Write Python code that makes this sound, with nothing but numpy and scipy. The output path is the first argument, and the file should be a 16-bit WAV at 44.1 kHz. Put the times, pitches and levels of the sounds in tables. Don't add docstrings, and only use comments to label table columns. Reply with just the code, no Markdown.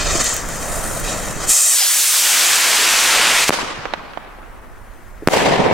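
import sys
import numpy as np
from scipy import signal
from scipy.fft import rfft, irfft
from scipy.io import wavfile
from scipy.ndimage import uniform_filter1d, map_coordinates

SR = 44100
rng = np.random.default_rng(int(sys.argv[2]) if len(sys.argv) > 2 else 0)


def inscribe(sig):
    pcm = np.round(np.clip(np.atleast_2d(sig).T, -1, 1) * 32767)
    wavfile.write(sys.argv[1], SR, pcm.astype(np.int16))


N = 252858
TIME = np.arange(N) / SR
FRAME_S = np.arange(N // 256 + 5) * 256 / SR
BIN_HZ = np.fft.rfftfreq(1024, 1 / SR)


def amp(db):
    return 10 ** (np.asarray(db) / 20)


def unit(x):
    return x / np.sqrt(np.mean(x ** 2) + 1e-20)


def at_hz(points, hz):
    f, value = np.transpose(points)
    return np.interp(np.log(hz + 1), np.log(f + 1), value)


def at_time(rows, t):
    s, *columns = np.transpose(rows)
    return [np.interp(t, s, column) for column in columns]


def add(mix, s, sound):
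    part = mix[:, round(s * SR):][:, :sound.shape[1]]
    part += sound[:, :part.shape[1]]


def pan(db):
    return amp([[db / 2], [-db / 2]])


def lowpass(x, hz, order=2):
    return signal.sosfilt(signal.butter(order, min(hz, SR / 2 - 1), fs=SR, output="sos"), x)


def highpass(x, hz, order=1):
    return signal.sosfilt(signal.butter(order, hz, "high", fs=SR, output="sos"), x)


def delayed(x, lag_ms):
    return map_coordinates(x, [np.arange(N) - lag_ms * SR / 1000], order=5)


def swell(start, length, edge):
    inside = np.minimum(TIME - start, start + length - TIME)
    return np.sin(np.pi / 2 * np.clip(inside / edge + .5, 0, 1)) ** 2


def flutter(rate_hz, depth_db):
    hz = np.fft.rfftfreq(N, 1 / SR)
    waver = irfft(rfft(rng.standard_normal(N)) / (1 + (hz / rate_hz) ** 2), N)
    return unit(amp(depth_db * unit(waver)))


def noise(colour_db, same, patchy_db):
    a, b, c, d, patches = rng.standard_normal((5, len(FRAME_S), len(BIN_HZ)))
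    patches = uniform_filter1d(patches, size=7, axis=0)
    patches = unit(uniform_filter1d(patches, size=12, axis=1))
    size = amp(colour_db + patchy_db * patches)
    size = size / np.linalg.norm(size, axis=1, keepdims=True)
    alike = np.clip(at_hz(same, BIN_HZ), -1, 1)
    left = a + 1j * b
    right = alike * left + np.sqrt(1 - alike ** 2) * (c + 1j * d)
    bins = size * np.array([left, right])
    return unit(signal.istft(bins.transpose(0, 2, 1), nperseg=1024, noverlap=768)[1][:, :N])


def coloured(x, colour):
    return unit(irfft(rfft(x) * amp(at_hz(colour, np.fft.rfftfreq(N, 1 / SR))), N))


def grains(per_s, spread_db):
    size = amp(spread_db * np.minimum(rng.exponential(1, N), 4)) * rng.choice([-1, 1], N)
    side = rng.uniform(-1.2, 1, N) / 2
    return size * (rng.random(N) < per_s / SR) * np.array([1 + side, 1 - side])


def blast(push_ms):
    u = np.arange(2048) * 1000 / SR / push_ms
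    return (1 - u) * np.exp(-u)


# frequency in Hz, level in dB.
AIR_COLOUR = [(30, -4.5), (150, 2.5), (330, 0.5), (450, -1.5), (620, 0.5), (850, -2), (1200, -1.5),
              (1900, -3), (2600, -13), (4000, -20), (9000, -17.5), (16000, -21.5)]
WIND_COLOUR = [(8, -5.5), (20, -2.5), (35, 0.5), (55, -8.5), (90, -13), (150, -26), (400, -51.5),
               (2000, -82.5)]
# frequency in Hz, left-right likeness from 0 to 1.
AIR_SAME = [(60, .6), (300, 0.78), (1500, 0.77), (3500, 0.92), (7000, .2), (15000, .1)]
# centre in seconds, half width in seconds, peak level in dB.
GUSTS = [(.1, 0.065, -24), (.8, .15, -29), (3.0, 0.56, -22), (3.75, 0.24, -19), (4.9, 0.61, -21)]
AIR_DB, BREEZE_DB = -29, -31


def night():
    air = amp(AIR_DB) * noise(at_hz(AIR_COLOUR, BIN_HZ), AIR_SAME, patchy_db=1.5) * pan(3.1)
    gusts = sum(amp(db) ** 2 * np.exp(-((TIME - s) / width) ** 2) for s, width, db in GUSTS)
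    wind = np.sqrt(amp(BREEZE_DB) ** 2 + gusts)
    shared = 0.65 * rng.standard_normal(N)
    buffets = coloured(rng.standard_normal((2, N)) + shared, WIND_COLOUR)
    return air + wind * buffets * pan(-5)


# frequency in Hz, level in dB.
JET_ECHO_COLOUR = [(50, -35), (110, -15), (230, -8.5), (500, -7.5), (1100, -3.5), (1900, -7.5),
                   (3500, -11.5), (6000, -14.5), (9000, -20), (15500, -38)]
BURST_ECHO_COLOUR = [(30, -40), (60, -16), (115, -10), (160, -1.5), (240, -3.5), (400, 0), (650, -0.5),
                     (1000, -4), (1300, -12), (2000, -10), (2800, -14), (4500, -21), (8000, -26),
                     (11000, -36.5), (15500, -47)]
# frequency in Hz, left-right likeness from 0 to 1.
ECHO_SAME = [(60, 0.69), (250, 0.2), (1000, 0.41), (3000, 0.36), (7000, 0.063), (15000, .05)]
# start in seconds, level in dB before rise and decay,
# rise in seconds, age in seconds at which the slow decay has halved the sound, extra fade in dB per second
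# (negative slows the decay), treble lift in dB at 8 kHz, treble loss in dB at 8 kHz after one second.
ECHOES = [(3.49, 9, 0.053, 0.074, 9.5, 8, 47.5), (5.275, 2, 0.064, 0.84, -3.5, 12, 40.5)]
LOSS_GROWTH = 0.69


def tree_echo(echo, colour, lumpy_db):
    start, db, rise_s, halving_s, fade_db_per_s, treble_db, loss_db = echo
    age = np.maximum(TIME - start, 0)
    frame_age = np.maximum(FRAME_S - start, 0)[:, None]
    tilt_db = (treble_db - loss_db * frame_age ** LOSS_GROWTH) * (BIN_HZ / 8000) ** 1.14
    wash = noise(at_hz(colour, BIN_HZ) + tilt_db, ECHO_SAME, patchy_db=1.13)
    rise = np.minimum(age / rise_s, 1) ** 1.66
    level = rise * amp(db - fade_db_per_s * age) / (1 + age / halving_s)
    return level * wash * flutter(rate_hz=45, depth_db=lumpy_db)


# start in seconds, peak in dB before panning, push in milliseconds,
# left-right level difference in dB.
SLAPS = [(3.5254, 14, 0.25, -12), (3.5305, 18.5, 0.19, -4), (3.588, 8.5, 0.53, 13), (3.63, 5, 1.1, 3),
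         (3.855, 14, 0.33, -8.5), (3.937, 14, .22, -13), (3.995, -4, 0.27, -3), (4.135, -0.5, 0.25, 3),
         (4.174, 6, 0.36, -12.5), (4.248, -8, .25, 5), (4.262, -9, .42, 2), (4.386, -6.5, 0.5, 2),
         (5.482, 8, 0.94, 5), (5.593, 11, 0.91, -7), (5.6, 7, 0.96, -10.5), (5.6622, 7, 0.79, -19),
         (5.712, 12, 0.63, -2)]


def slaps(scatter=0.13, scatter_s=0.0042):
    out, t = np.zeros((2, N)), np.arange(2048) / SR
    all_edges = rng.standard_normal((len(SLAPS), 2, len(t)))
    for (s, db, push_ms, side_db), edges in zip(SLAPS, all_edges):
        wall = (t == 0) + scatter * edges * np.exp(-t / scatter_s)
        slap = signal.fftconvolve(wall, blast(push_ms)[None], axes=1)
        slap = lowpass(slap, 700 / push_ms, order=2)
        slap = highpass(slap, 320)
        add(out, s, amp(db) * pan(side_db) * slap / abs(slap).max())
    return out


# start in seconds, envelope peak in dB before panning, pitch in Hz,
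# ring in seconds.
THUMPS = [(.15, -17.5, 340, 0.0049), (3.789, -6.5, 130, 0.003), (5.223, -7, 338, .002),
          (5.2302, -8, 390, .002)]


def thumps():
    out, t = np.zeros((2, N)), np.arange(4096) / SR
    for s, db, hz, ring_s in THUMPS:
        envelope = t / ring_s * np.exp(1 - t / ring_s)
        add(out, s, pan(-1) * amp(db) * envelope * np.sin(2 * np.pi * hz * t))
    return out


# start in seconds, shock pressure in dB before filtering,
# push in milliseconds, ground lag in milliseconds, ground reflection in dB before its own filters.
REPORTS = [(3.4937, 33, 0.42, 12.2, -3.5), (5.274, 38, 0.35, 11.75, -12.5)]


def reports(rasp=0.076, rasp_s=0.002, grass_hz=3200):
    out, t = np.zeros((2, N)), np.arange(2048) / SR
    wakes = rng.standard_normal((len(REPORTS), 2, len(t)))
    for (s, db, push_ms, lag_ms, ground_db), wake in zip(REPORTS, wakes):
        shock = pan(0) * amp(db) * blast(push_ms)
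        wake = amp(db) * rasp * lowpass(wake, 3000, order=1) * np.exp(-t / rasp_s)
        add(out, s, lowpass(shock, 5300, order=1) + wake)
        grass = lowpass(highpass(shock, 180), grass_hz, order=2)
        add(out, s + lag_ms / 1000, amp(ground_db) * grass)
    return highpass(out, 144, order=2)


# time in seconds, height above the nozzle in metres.
FUSE_CREEP = [(.35, .017), (.75, 0)]
LIFTOFF_S, PUSH_M_PER_S2, TOP_M_PER_S, PAD_HEIGHT_M = 1.692, 50.4, 25.3, .699


def height(t):
    gather_s = TOP_M_PER_S / PUSH_M_PER_S2
    flown = TOP_M_PER_S * gather_s * np.log(np.cosh(np.maximum(t - LIFTOFF_S, 0) / gather_s))
    return PAD_HEIGHT_M + at_time(FUSE_CREEP, t)[0] + flown


MIC_HEIGHT_M, PAD_DISTANCE_M, SOUND_M_PER_S = 2.112, 5, 343


def path(height_m):
    return np.hypot(PAD_DISTANCE_M, height_m - MIC_HEIGHT_M)


GROUND_PAD_DB, GROUND_DB_PER_DECADE = -5, -9.5


def ground(x):
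    h = height(TIME)
    lag_ms = 1000 * (path(-h) - path(h)) / SOUND_M_PER_S
    strength = amp(GROUND_PAD_DB + GROUND_DB_PER_DECADE * np.log10(h / PAD_HEIGHT_M))
    mirror = np.array([delayed(side, lag_ms) for side in x])
    return (x + strength * mirror) / np.sqrt(1 + strength ** 2)


SWING_S, SWING_WIDTH_S, SWING_LAG_MS = 1.844, .13, .028


def ports(x):
    lag_ms = SWING_LAG_MS * np.exp(-((TIME - SWING_S) / SWING_WIDTH_S) ** 2)
    return np.array([delayed(x[0], -lag_ms / 2), delayed(x[1], lag_ms / 2)])


# start in seconds, length in seconds, swell and fade in seconds,
# flame hiss in dB, flare in dB before a 3 dB lift, spark fizz in dB, low roar in dB, throb depth in dB.
SPURTS = [(-.03, 0.17, 0.075, -28.5, -25.5, -49, -28.5, 2.5),
          (0.119, 0.11, 0.042, -23.5, -27, -35, -25.5, 2.5), (.2, 0.11, 0.035, -23.5, -27.5, -36, -40, 2),
          (0.231, 0.16, 0.14, -23, -31.5, -38.5, -40, -1), (0.483, 0.64, 0.046, -36, -42, -40, -39, 0),
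          (0.65, 0.39, 0.26, -47, -56, -31, -30, 0.5), (1.047, 0.13, 0.089, -33, -29.5, -36, -29, -0.5),
          (1.16, 0.17, .08, -36, -38.5, -36, -31, 0), (1.393, 0.082, 0.096, -32, -34, -40, -30, 0)]
# flame, flare (before its 3 dB lift), fizz and low roar in dB.
SMOULDER_DB = (-34.5, -42, -44.5, -42)
THROB_HZ, FUSE_OUT_S = 20, 1.52


def burn_levels():
    power = amp(SMOULDER_DB)[:, None] ** 2
    for start, length, edge, *layers_db, throb_db in SPURTS:
        throb = amp(throb_db * np.sin(2 * np.pi * THROB_HZ * TIME))
        power = power + (amp(layers_db)[:, None] * swell(start, length, edge) * throb) ** 2
    return np.sqrt(power) * np.clip((FUSE_OUT_S - TIME) / 0.025, 0, 1)


# frequency in Hz, level in dB.
FLAME = [(1500, -37.5), (3000, -19.5), (5000, -11), (6400, 2), (7200, 3.5), (8300, -1), (9500, -17),
         (11000, -23), (16000, -33)]
FLARE = [(100, -23), (360, 6.5), (620, -8), (1100, 0.5), (1900, 2), (3000, -0.5), (5500, -0.5), (7500, -3),
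         (10000, -24), (16000, -33)]
FIZZ = [(2000, -21.5), (6000, -10), (9000, 8.5), (11000, -3), (13500, -3), (16000, -12.5)]
LOW_ROAR = [(60, -7), (160, 2), (300, 0), (450, -1.5), (620, 1), (850, -6.5), (1300, -7), (3000, -27.5),
            (8000, -46)]
# frequency in Hz, left-right likeness from 0 to 1.
FUSE_SAME = [(100, 0.99), (1400, 0.83), (3000, 0.93), (7000, 0.78), (15000, .74)]
# start in seconds, peak in dB before panning and ground.
SPARKS = [(0.243, -3), (.292, -8), (0.34, -8), (.3418, -11), (.3442, -14), (0.366, -3.5), (0.488, -12),
          (1.0, -11), (1.275, -19), (1.451, -21)]


def fuse():
    flame, flare, fizz, roar = burn_levels() * flutter(rate_hz=59, depth_db=1.15)
    out = flame * noise(at_hz(FLAME, BIN_HZ), FUSE_SAME, patchy_db=1.0)
    out += flare * noise(at_hz(FLARE, BIN_HZ), FUSE_SAME, patchy_db=2.5) * amp(3.0)
    out += roar * noise(at_hz(LOW_ROAR, BIN_HZ), AIR_SAME, patchy_db=2.0)
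    t = np.arange(256) / SR
    snaps = rng.standard_normal((len(SPARKS), len(t) + 1))
    for (s, db), snap in zip(SPARKS, snaps):
        snap = lowpass(np.diff(snap) * np.exp(-t / 0.00026), 9000, order=1)
        add(out, s, pan(0) * amp(db) * snap / abs(snap).max())
    return out, fizz * coloured(grains(per_s=3400, spread_db=-2.0), FIZZ)


# frequency in Hz, level in dB.
SCOUR_COLOUR = [(150, -31), (400, -14), (1000, -11), (2200, -7.5), (3600, 2.5), (5200, 5), (7000, -14),
                (16000, -24)]
SCOUR_S, SCOUR_DB = 1.82, 20
SCOUR_RISE_DB_PER_S, SCOUR_FALL_DB_PER_S = 307.5, 260


def scour():
    age = TIME - SCOUR_S
    level = amp(SCOUR_DB + np.minimum(SCOUR_RISE_DB_PER_S * age, -SCOUR_FALL_DB_PER_S * age))
    return level * noise(at_hz(SCOUR_COLOUR, BIN_HZ), FUSE_SAME, patchy_db=5.5)


# frequency in Hz, level in dB.
JET_PAD = [(100, -36), (300, -26.5), (600, -18), (1300, -15), (3000, -13), (4500, -11), (6000, -4),
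           (7000, 1.5), (8300, 1), (9500, -4), (11000, -10.5), (13500, -13), (16000, -22)]
JET_SIDE = [(100, -41.5), (200, -28.5), (350, -22.5), (650, -16.5), (1300, -10), (2500, -6), (4800, -4),
            (7000, 0.5), (8500, 0), (11500, -5), (13000, -4.5), (16000, -9.5)]
JET_OVERHEAD = [(30, -49.5), (70, -31.5), (130, -17.5), (220, -13.5), (420, -8), (900, -3), (1500, -0.5),
                (2500, 0.5), (4200, -4.5), (6500, -5.5), (8300, -7), (11300, -15.5), (13000, -17.5),
                (16000, -26.5)]
# frequency in Hz, left-right likeness from 0 to 1.
JET_SAME = [(100, 0.94), (600, 0.96), (2000, 0.99), (4000, 0.94), (7000, 0.85), (15000, 0.66)]
# time in seconds, level in dB at the distance of the pad.
THRUST = [(1.45, -72), (1.472, -26.5), (1.495, -11.5), (1.52, -1), (1.58, 9.5), (1.74, 24), (1.9, 20.5),
          (2.1, 18.5), (2.55, 26.5), (2.63, 25.5), (3.0, 25.5), (3.23, 27), (3.42, 26)]
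STUTTER_S, STUTTER_LENGTH_S, STUTTER_DB, BURNOUT_S = 3.445, .032, -6.5, 3.495
CLEAR_M = .12
BEAM_DEG, BEAM_SHARE = 41.7, 0.85
AIM_S, AIM_WIDTH_S, AIM_DEEPENING = 3.253, 0.14, 0.28


def jet():
    h = height(FRAME_S)[:, None]
    clear = 1 - np.exp(-(h - PAD_HEIGHT_M) / CLEAR_M)
    off_axis_deg = np.degrees(np.arctan2(PAD_DISTANCE_M, h - MIC_HEIGHT_M))
    aim = AIM_DEEPENING * np.exp(-((FRAME_S[:, None] - AIM_S) / AIM_WIDTH_S) ** 2)
    overhead = np.exp(-(off_axis_deg / BEAM_DEG) ** 2) * BEAM_SHARE + aim
    side_db = (1 - clear) * at_hz(JET_PAD, BIN_HZ) + clear * at_hz(JET_SIDE, BIN_HZ)
    colour_db = (1 - overhead) * side_db + overhead * at_hz(JET_OVERHEAD, BIN_HZ)
    stutter_db = STUTTER_DB * swell(STUTTER_S, STUTTER_LENGTH_S, edge=0.0062)
    thrust = amp(at_time(THRUST, TIME)[0] + stutter_db)
    burning = (TIME > THRUST[0][0]) * (TIME < BURNOUT_S)
    level = thrust * PAD_DISTANCE_M / path(height(TIME)) * burning
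    return level * noise(colour_db, JET_SAME, patchy_db=0.86) * flutter(rate_hz=110, depth_db=0.23)


def scene():
    flame, fizz = fuse()
    rocket = ports(ground(flame * pan(.5) + jet() + scour())) + fizz
    roar_echo = tree_echo(ECHOES[0], JET_ECHO_COLOUR, lumpy_db=1.0) * pan(-0.11)
    burst_echo = tree_echo(ECHOES[1], BURST_ECHO_COLOUR, lumpy_db=1.43) * pan(0.92)
    return night() + roar_echo + burst_echo + slaps() + thumps() + reports() + rocket


CEILING_DB, DETECT_S, RECOVER_PER_S = -11.5, 0.0063, 0.059
TREBLE_BIAS, BIAS_HZ = 1.015, 7000


def auto_gain(x):
    power = (x ** 2 + (TREBLE_BIAS * highpass(x, BIAS_HZ)) ** 2).mean(0)
    level_db = 10 * np.log10(abs(uniform_filter1d(power, size=64)) + 1e-12)
    keep = np.exp(-1 / (DETECT_S * SR))
    excess_db = signal.lfilter([1 - keep], [1, -keep], level_db - CEILING_DB)
    creep = RECOVER_PER_S * TIME
    return np.minimum.accumulate(amp(-np.maximum(excess_db, 0)) - creep) + creep


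EDGE_HZ = 15900


def record(dry):
    clipped = np.clip(dry * auto_gain(dry), -.95, .95)
    band = signal.firwin(511, EDGE_HZ, window=("kaiser", 9), fs=SR)
    return signal.oaconvolve(clipped, band[None], "same")


dry = scene()
out = record(dry)
inscribe(out)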